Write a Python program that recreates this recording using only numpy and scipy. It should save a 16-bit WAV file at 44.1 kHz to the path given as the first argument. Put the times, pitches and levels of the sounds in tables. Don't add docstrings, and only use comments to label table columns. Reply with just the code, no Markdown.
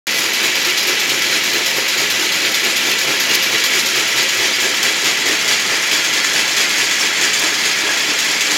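import sys
import numpy as np
from scipy import signal
from scipy.fft import rfft, irfft
from scipy.io import wavfile
from scipy.ndimage import uniform_filter1d

SR = 44100
rng = np.random.default_rng(int(sys.argv[2]) if len(sys.argv) > 2 else 0)


def wrap_up_sound(samples):
    columns = np.atleast_2d(samples).T
    tamed = np.clip(columns, -1, 1)
    steps = np.round(tamed * 32767).astype(np.int16)
    wavfile.write(sys.argv[1], SR, steps)


N = 377937
TIME_S = np.arange(N) / SR
START_S, TOP_HZ = 0.069, 15800

# t/s, side (0 left, 1 right)
MIC_PATH = [(0, 0), (1.5, 0.08), (3.5, 0.1), (4.4, 0.4), (5.2, 0.6), (6.5, 0.86), (7.5, 1), (8.5, 0.96)]
# f/Hz, width/Hz, left level/dB, right level/dB
DRIVE_TONES = [(52, 8, -73, -73), (5578, 12, -43.5, -43.5), (11705, 16, -50.5, -60)]
# outer reversal t/s, outer clack/dB, return clack/dB, bite/dB, rumble lift/dB
TURNS = [(0.108, -18, -16, 2.5, 9.5), (0.334, -14.5, -16, 3.5, 11), (0.552, -14.5, -17.0, 3, 10),
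         (0.775, -13.0, -17.0, 3, 12.5), (0.998, -15, -17, 3.5, 10.5), (1.218, -13.5, -26, 4.0, 11.5),
         (1.437, -14, -20, 2, 12), (1.66, -12.5, -21, 2, 10), (1.881, -14.5, -19, 3.5, 11.5),
         (2.101, -12.5, -18, 3.0, 10.5), (2.321, -13.5, -25, 3.5, 9), (2.543, -12.5, -20, 4.5, 10.5),
         (2.763, -12, -21, 3.5, 10.5), (2.983, -14, -25, 3, 12.5), (3.199, -12, -18.0, 4.5, 11.5),
         (3.425, -13.0, -21, 4.5, 11), (3.638, -11.5, -18, 5.5, 11), (3.859, -12.5, -21, 5, 10),
         (4.074, -18, -19, 5.5, 9.5), (4.288, -14, -17, 3.5, 11), (4.52, -23.0, -14.0, 4.0, 11.5),
         (4.745, -20, -11.5, 3.5, 10.5), (4.957, -20.0, -13, 4.5, 11.5), (5.171, -24.0, -19, 4.5, 13),
         (5.389, -22.0, -16.0, 6.0, 10.5), (5.595, -16, -35, 3.5, 10), (5.824, -18, -14, 4.5, 9),
         (6.041, -15, -20, 4.0, 8), (6.245, -13, -15, 5, 8), (6.477, -19.0, -13, 5, 8.5),
         (6.693, -16, -17.0, 4.0, 7.5), (6.911, -14.5, -16.0, 4, 7), (7.131, -26.0, -15.0, 3.5, 10.0),
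         (7.333, -13, -16, 3.5, 11), (7.542, -18.0, -25, 4.5, 7), (7.759, -23.0, -28, 2.5, 11.5),
         (7.974, -16, -26.0, 1.5, 8.5), (8.188, -13, -27, 2.5, 7), (8.408, -13, -16.0, 4.5, 9.5)]
# t/s, thud lift/dB
THUD_LIFT = [(0, 2), (1.5, 11), (2.8, 5.5), (3.12, 16.5), (3.7, 10.5), (5.4, 9), (6.5, 5.5), (8.5, 0)]
# t/s, level/dB
GRIND_LEVEL = [(0, -20), (.6, -19), (2.2, -19.5), (3.4, -18.5), (5, -19), (6.2, -19), (7.2, -18.5),
               (8.4, -20)]
# t/s, delay after the outer reversal/s
RETURN_LAG = [(0.1, .077), (.34, .097), (3.7, 0.092), (4.4, 0.081), (5.3, 0.089), (6.6, 0.088), (7.2, .08),
              (8.4, 0.1)]
# t/s, f/Hz, level/dB, decay/s
SQUEAK_EVENTS = [(.785, 4070, -21, 0.028), (1.975, 6800, -22, 0.02), (2.922, 2620, -16, .018),
                 (3.298, 2820, -16, .02), (3.415, 2880, -20, .018), (3.429, 11700, -24.5, 0.02),
                 (3.495, 15200, -34, .012), (5.285, 1880, -19, .025), (6.208, 4430, -21, .018),
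                 (6.612, 4195, -25, .018), (6.760, 5270, -25, 0.013), (7.010, 5400, -13, 0.0087),
                 (7.445, 5400, -20, .012), (7.891, 1705, -15, 0.01), (8.100, 5300, -23, .014)]
# t/s, level/dB re CLANK_DB
SNAGS = [(3.3114, -16), (4.445, -14), (4.871, -13), (5.0794, -13), (5.3088, -17), (5.529, -11.5),
         (5.9294, -20), (6.6034, -10), (7.24, -11), (7.67, -15), (8.0974, -15)]

# f/Hz, left relative level/dB, right relative level/dB
ROLL_SPECTRUM = [(100, -39, -26), (202, -12.5, -13), (271, -9.5, -7), (341, 0.5, -3.5), (448, 3, 2),
                 (500, -8.5, -11), (595, -8.5, -6), (900, -6, -8.5), (1400, -4.5, -7), (3000, -21, -37)]
SHAKE_SPECTRUM = [(25, -29, -29), (55, -34, -35), (99.5, -10.5, -12), (159, -2, -3), (208, 3, 0.5),
                  (295, -3.5, -3), (440, -1.5, 0.5), (700, -2, -2), (940, 1.5, 2), (2000, -20.5, -21)]
GRIND_SPECTRUM = [(297, -37, -39), (685, -20, -23.5), (980, -15, -11), (1330, -7.5, -4.5), (1675, -5, -2),
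                  (2080, -2, 3), (2950, -3.5, -3), (3420, -6.5, -3.5), (4060, -11, -10.5),
                  (6100, -12.5, -14), (8100, -36, -38)]
BLADE_SPECTRUM = [(1000, -29, -27), (2390, -5, -6.5), (3420, -4, -2), (4050, 2.5, 1), (4970, -4, 1),
                  (6000, -3.5, -4.5), (7430, -5, -1), (7830, -13.5, -11.5), (9400, -16.5, -14.5),
                  (11200, -12.5, -15), (16000, -33.5, -26)]
TICK_SPECTRUM = [(2000, -12.5, -16), (5000, 8, 9.5), (7240, 1, 6), (8200, -6, 5), (9600, -14, -4),
                 (10200, -3.5, 1), (12000, 1, -0.5), (14000, -0.5, -11), (16000, -7, -4)]
CLANK_SPECTRUM = [(300, -31, -30), (900, -10, -19), (1600, -2, -1), (2300, 0.5, 2), (3580, 1, 2.5),
                  (5000, 0, -5), (6000, -4.5, -2), (7330, -3.5, 1.5), (8000, -17, -15), (10000, -20, -21),
                  (16000, -49, -63)]
# f/Hz, width/Hz, left lift/dB, right lift/dB
STAND_MODES = [(230, 13, 2.4, 2), (269, 23, 9.6, 0.5), (297, 17, 1.3, 8.5), (322, 17, 8.8, 7),
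               (361.7, 20, 9.6, 2), (409, 12, 5.8, 3.5), (453, 11, 2.2, -9.5), (531.4, 64, 10.4, 3.5),
               (666, 28, 7.4, 4), (864, 31, 2, 2.5)]
FRAME_MODES = [(1660, 110, 1, 3.5), (2004, 110, 3, 0.5), (2270, 96, 3, 0), (2590, 98, 1.5, 1.5),
               (2790, 48, 2.5, 0.5), (3365, 290, 3, 3), (3710, 150, -1.5, -3.5), (4170, 60, -2.5, 0),
               (4490, 110, -1, 1.5), (4930, 120, 3.5, 2.5), (5000, 170, 0, -2), (5660, 120, 1, 3),
               (6480, 260, 0, 5), (6860, 150, 5.5, 2)]

ROLL_TURNS = (0.12, 0.43, 0.093, 0.41)
BUMP_TURNS = (0.526, 0.032, 0.018, 0.055)
SWAY_TURNS = (0.25, 0.21, 0.15, 0.18)
GRIND_TURNS = (0.43, 0.08, 0.12, 0.25)
CUT_TURNS = (0.41, 0.093, 0.21, 0.26)
BACK_TURNS = (-0.076, 0.18, 0.19, 0.19)

ROLL_DB, BUMP_DB, SHAKE_DB, THUD_DB = -37, 1, -31.5, -54.5
BLADE_DB, BACK_LIFT_DB = -24, 2
GRIND_PER_BITE, CUT_PER_BITE = 0.48, 1.04
JINGLE_DB, JINGLE_CUT_LIFT_DB, JINGLE_BACK_LIFT_DB = -38, 8, 7
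TICK_DB, CLANK_DB, RETURN_TICK_DB = -8.5, -5.5, 3


def amp(db):
    return 10 ** (np.asarray(db) / 20)


def unit(x):
    return x / np.sqrt(np.mean(x ** 2))


def curve(table, at_s=TIME_S):
    return np.interp(at_s, *np.transpose(table))


def pan_db(right_db):
    return right_db * curve(MIC_PATH)


def each_turn(values):
    return values[np.maximum(np.searchsorted(np.transpose(TURNS)[0], TIME_S) - 1, 0)]


def swell(start, attack, hold, release):
    times_s = np.transpose(TURNS)[0]
    times_s = np.r_[2 * times_s[0] - times_s[1], times_s, 2 * times_s[-1] - times_s[-2]]
    angle = (np.interp(TIME_S, times_s, np.arange(len(times_s))) - start) % 1
    return np.clip(np.minimum(angle / attack, (attack + hold + release - angle) / release), 0, 1)


def walk(rate_hz):
    points = rng.standard_normal(4096)
    return np.interp(TIME_S * rate_hz, np.arange(len(points)), points) * np.sqrt(3 / 2)


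def tone(hz, width_hz):
    phase = 2 * np.pi * hz * TIME_S
    return unit(walk(width_hz) * np.cos(phase) + walk(width_hz) * np.sin(phase))


def waver(hz, stray_hz, rate_hz):
    return np.sqrt(2) * np.sin(2 * np.pi * np.cumsum(hz + stray_hz * walk(rate_hz)) / SR)


def grit(rate_hz, spread_db):
    hits = np.flatnonzero(rng.random(N) < rate_hz / SR)
    size, sign = rng.standard_normal((N // 8, 2))[:len(hits)].T
    out = np.zeros(N)
    out[hits[:len(size)]] = np.sign(sign) * amp(spread_db * np.clip(size, -2, 2))
    return unit(out)


def ring(x, t60_s, tail_db, size=6144):
    tail = rng.standard_normal(size) * amp(-60 * TIME_S[:size] / t60_s)
    response = amp(tail_db) * tail / np.linalg.norm(tail)
    response[0] += 1
    return signal.oaconvolve(x, response / np.linalg.norm(response))[:len(x)]


def body(x, spectrum, modes, end, size=8192):
    f_hz = np.maximum(np.arange(size // 2 + 1) * SR / size, 1)
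    knots_hz, *levels_db = np.transpose(spectrum)
    shape_db = np.interp(np.log(f_hz), np.log(knots_hz), levels_db[end])
    for centre_hz, width_hz, *lifts_db in modes:
        shape_db += lifts_db[end] / (1 + (2 * (f_hz - centre_hz) / width_hz) ** 2)
    cepstrum = irfft(np.log(amp(shape_db)))
    cepstrum[1:size // 2] *= 2
    cepstrum[size // 2 + 1:] = 0
    response = irfft(np.exp(rfft(cepstrum)))
    return signal.oaconvolve(x, response / np.linalg.norm(response))[:N]


def at_mic(x, spectrum, modes=()):
    side = curve(MIC_PATH)
    return (1 - side) * body(x, spectrum, modes, end=0) + side * body(x, spectrum, modes, end=1)


def drive():
    side = curve(MIC_PATH)
    return sum(tone(hz, width_hz) * amp(left_db + (right_db - left_db) * side)
               for hz, width_hz, left_db, right_db in DRIVE_TONES)


def rumble():
    *_, lifts_db = np.transpose(TURNS)
    roll_db = ROLL_DB + each_turn(lifts_db) * swell(*ROLL_TURNS) + BUMP_DB * swell(*BUMP_TURNS)
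    rolling = at_mic(grit(rate_hz=2500, spread_db=1.5), ROLL_SPECTRUM, STAND_MODES)
    rolling /= np.sqrt(uniform_filter1d(rolling ** 2, int(0.062 * SR)) + 1e-9)
    shaking = at_mic(grit(rate_hz=1200, spread_db=3), SHAKE_SPECTRUM, STAND_MODES)
    thud_db = THUD_DB + curve(THUD_LIFT) * swell(*SWAY_TURNS) + 2.5 * walk(rate_hz=30)
    thud = waver(hz=133.6, stray_hz=9, rate_hz=25)
    return rolling * amp(roll_db) + shaking * amp(SHAKE_DB) + thud * amp(thud_db)


def clinks(rate_hz, t60_s, spread_db, size=1600):
    moment, pitch, strength = rng.random((int(rate_hz * N / SR), 3)).T
    gains = amp(spread_db * np.minimum(-np.log(1 - strength), 4))
    fade = amp(-60 * TIME_S[:size] / t60_s)
    out = np.zeros(N + size)
    for start, hz, gain in zip((moment * N).astype(int), pitch * TOP_HZ, gains):
        out[start:start + size] += gain * fade * np.sin(2 * np.pi * hz * TIME_S[:size])
    return unit(out[:N])


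def friction(burst_db, rate_hz, t60_s, rattle_db):
    slips = np.zeros(N)
    for _ in range(4):
        force = amp(burst_db * walk(rate_hz=110)) * grit(rate_hz, spread_db=3.5)
        slips += ring(force, t60_s, tail_db=-3.5)
    rattle = clinks(rate_hz=560, t60_s=0.094, spread_db=0.76)
    return unit(unit(slips) + amp(rattle_db) * rattle)


def saws():
    *_, bites_db, _ = np.transpose(TURNS)
    bite_db = each_turn(bites_db)
    slide_db = curve(GRIND_LEVEL) + GRIND_PER_BITE * bite_db * swell(*GRIND_TURNS)
    blade_db = BLADE_DB + CUT_PER_BITE * bite_db * swell(*CUT_TURNS)
    blade_db += BACK_LIFT_DB * swell(*BACK_TURNS) + pan_db(right_db=0.94)
    slides = friction(burst_db=0.04, rate_hz=1500, t60_s=0.12, rattle_db=-10) * amp(slide_db)
    blades = friction(burst_db=2, rate_hz=1000, t60_s=0.062, rattle_db=-6) * amp(blade_db)
    return at_mic(slides, GRIND_SPECTRUM, FRAME_MODES) + at_mic(blades, BLADE_SPECTRUM, FRAME_MODES)


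def jingle():
    lift_db = JINGLE_CUT_LIFT_DB * swell(*CUT_TURNS) + JINGLE_BACK_LIFT_DB * swell(*BACK_TURNS)
    flurries = grit(rate_hz=1500, spread_db=2.5) * amp(4.9 * walk(rate_hz=130))
    ticks = unit(ring(flurries, t60_s=0.02, tail_db=6))
    return at_mic(ticks, TICK_SPECTRUM) * amp(JINGLE_DB + lift_db + pan_db(right_db=-2.5))


def chatter(times_s, levels_db, decay_s, rate_hz, crack, crack_s, t60_s, size=8192):
    t_s = TIME_S[:size]
    out = np.zeros(N + size)
    for onset_s, gain in zip(times_s, amp(levels_db)):
        bounces = (rng.random(size) < rate_hz / SR) * np.sqrt(SR / rate_hz) * np.exp(-t_s / decay_s)
        force = rng.standard_normal(size) * (bounces + crack * np.exp(-t_s / crack_s))
        start = int(np.clip(onset_s * SR, 0, N))
        out[start:start + size] += gain * ring(force, t60_s, tail_db=-1)
    return out[:N]


def joints():
    outer_s, outer_db, return_db, *_ = np.transpose(TURNS)
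    times_s = np.r_[outer_s, outer_s + curve(RETURN_LAG, outer_s)]
    tick_db = np.r_[outer_db, return_db + RETURN_TICK_DB] + TICK_DB
    clank_db = np.r_[outer_db, return_db] + CLANK_DB
    tick = chatter(times_s, tick_db, decay_s=0.037, rate_hz=5000, crack=0.73, crack_s=0.004, t60_s=0.02)
    clank = chatter(times_s, clank_db, decay_s=0.045, rate_hz=2500, crack=1, crack_s=0.006, t60_s=0.027)
    return (at_mic(tick, TICK_SPECTRUM) * amp(pan_db(right_db=-1.5))
            + at_mic(clank, CLANK_SPECTRUM, FRAME_MODES) * amp(pan_db(right_db=1)))


def squeaks():
    out = np.zeros(N)
    for onset_s, hz, db, decay_s in SQUEAK_EVENTS:
        envelope = (TIME_S > onset_s) * np.exp(-np.abs(TIME_S - onset_s) / decay_s)
        out += amp(db) * envelope * waver(hz, stray_hz=70.3, rate_hz=870)
    return out


def snags():
    times_s, levels_db = np.transpose(SNAGS)
    jolts = chatter(times_s, levels_db + CLANK_DB,
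                    decay_s=0.03, rate_hz=3200, crack=1, crack_s=0.0048, t60_s=0.041)
    return at_mic(jolts, CLANK_SPECTRUM, FRAME_MODES)


def scene():
    mono = drive() + rumble() + saws() + jingle() + joints() + squeaks() + snags()
    return np.array([mono, mono])


def record(dry):
    highpass = signal.butter(4, 50, "high", fs=SR, output="sos")
    lowpass = signal.ellip(10, 0.2, 80, TOP_HZ, fs=SR, output="sos")
    thin = signal.sosfilt(highpass, np.tanh(dry))
    return signal.sosfilt(lowpass, thin * (TIME_S > START_S))


dry = scene()
out = record(dry)
wrap_up_sound(out)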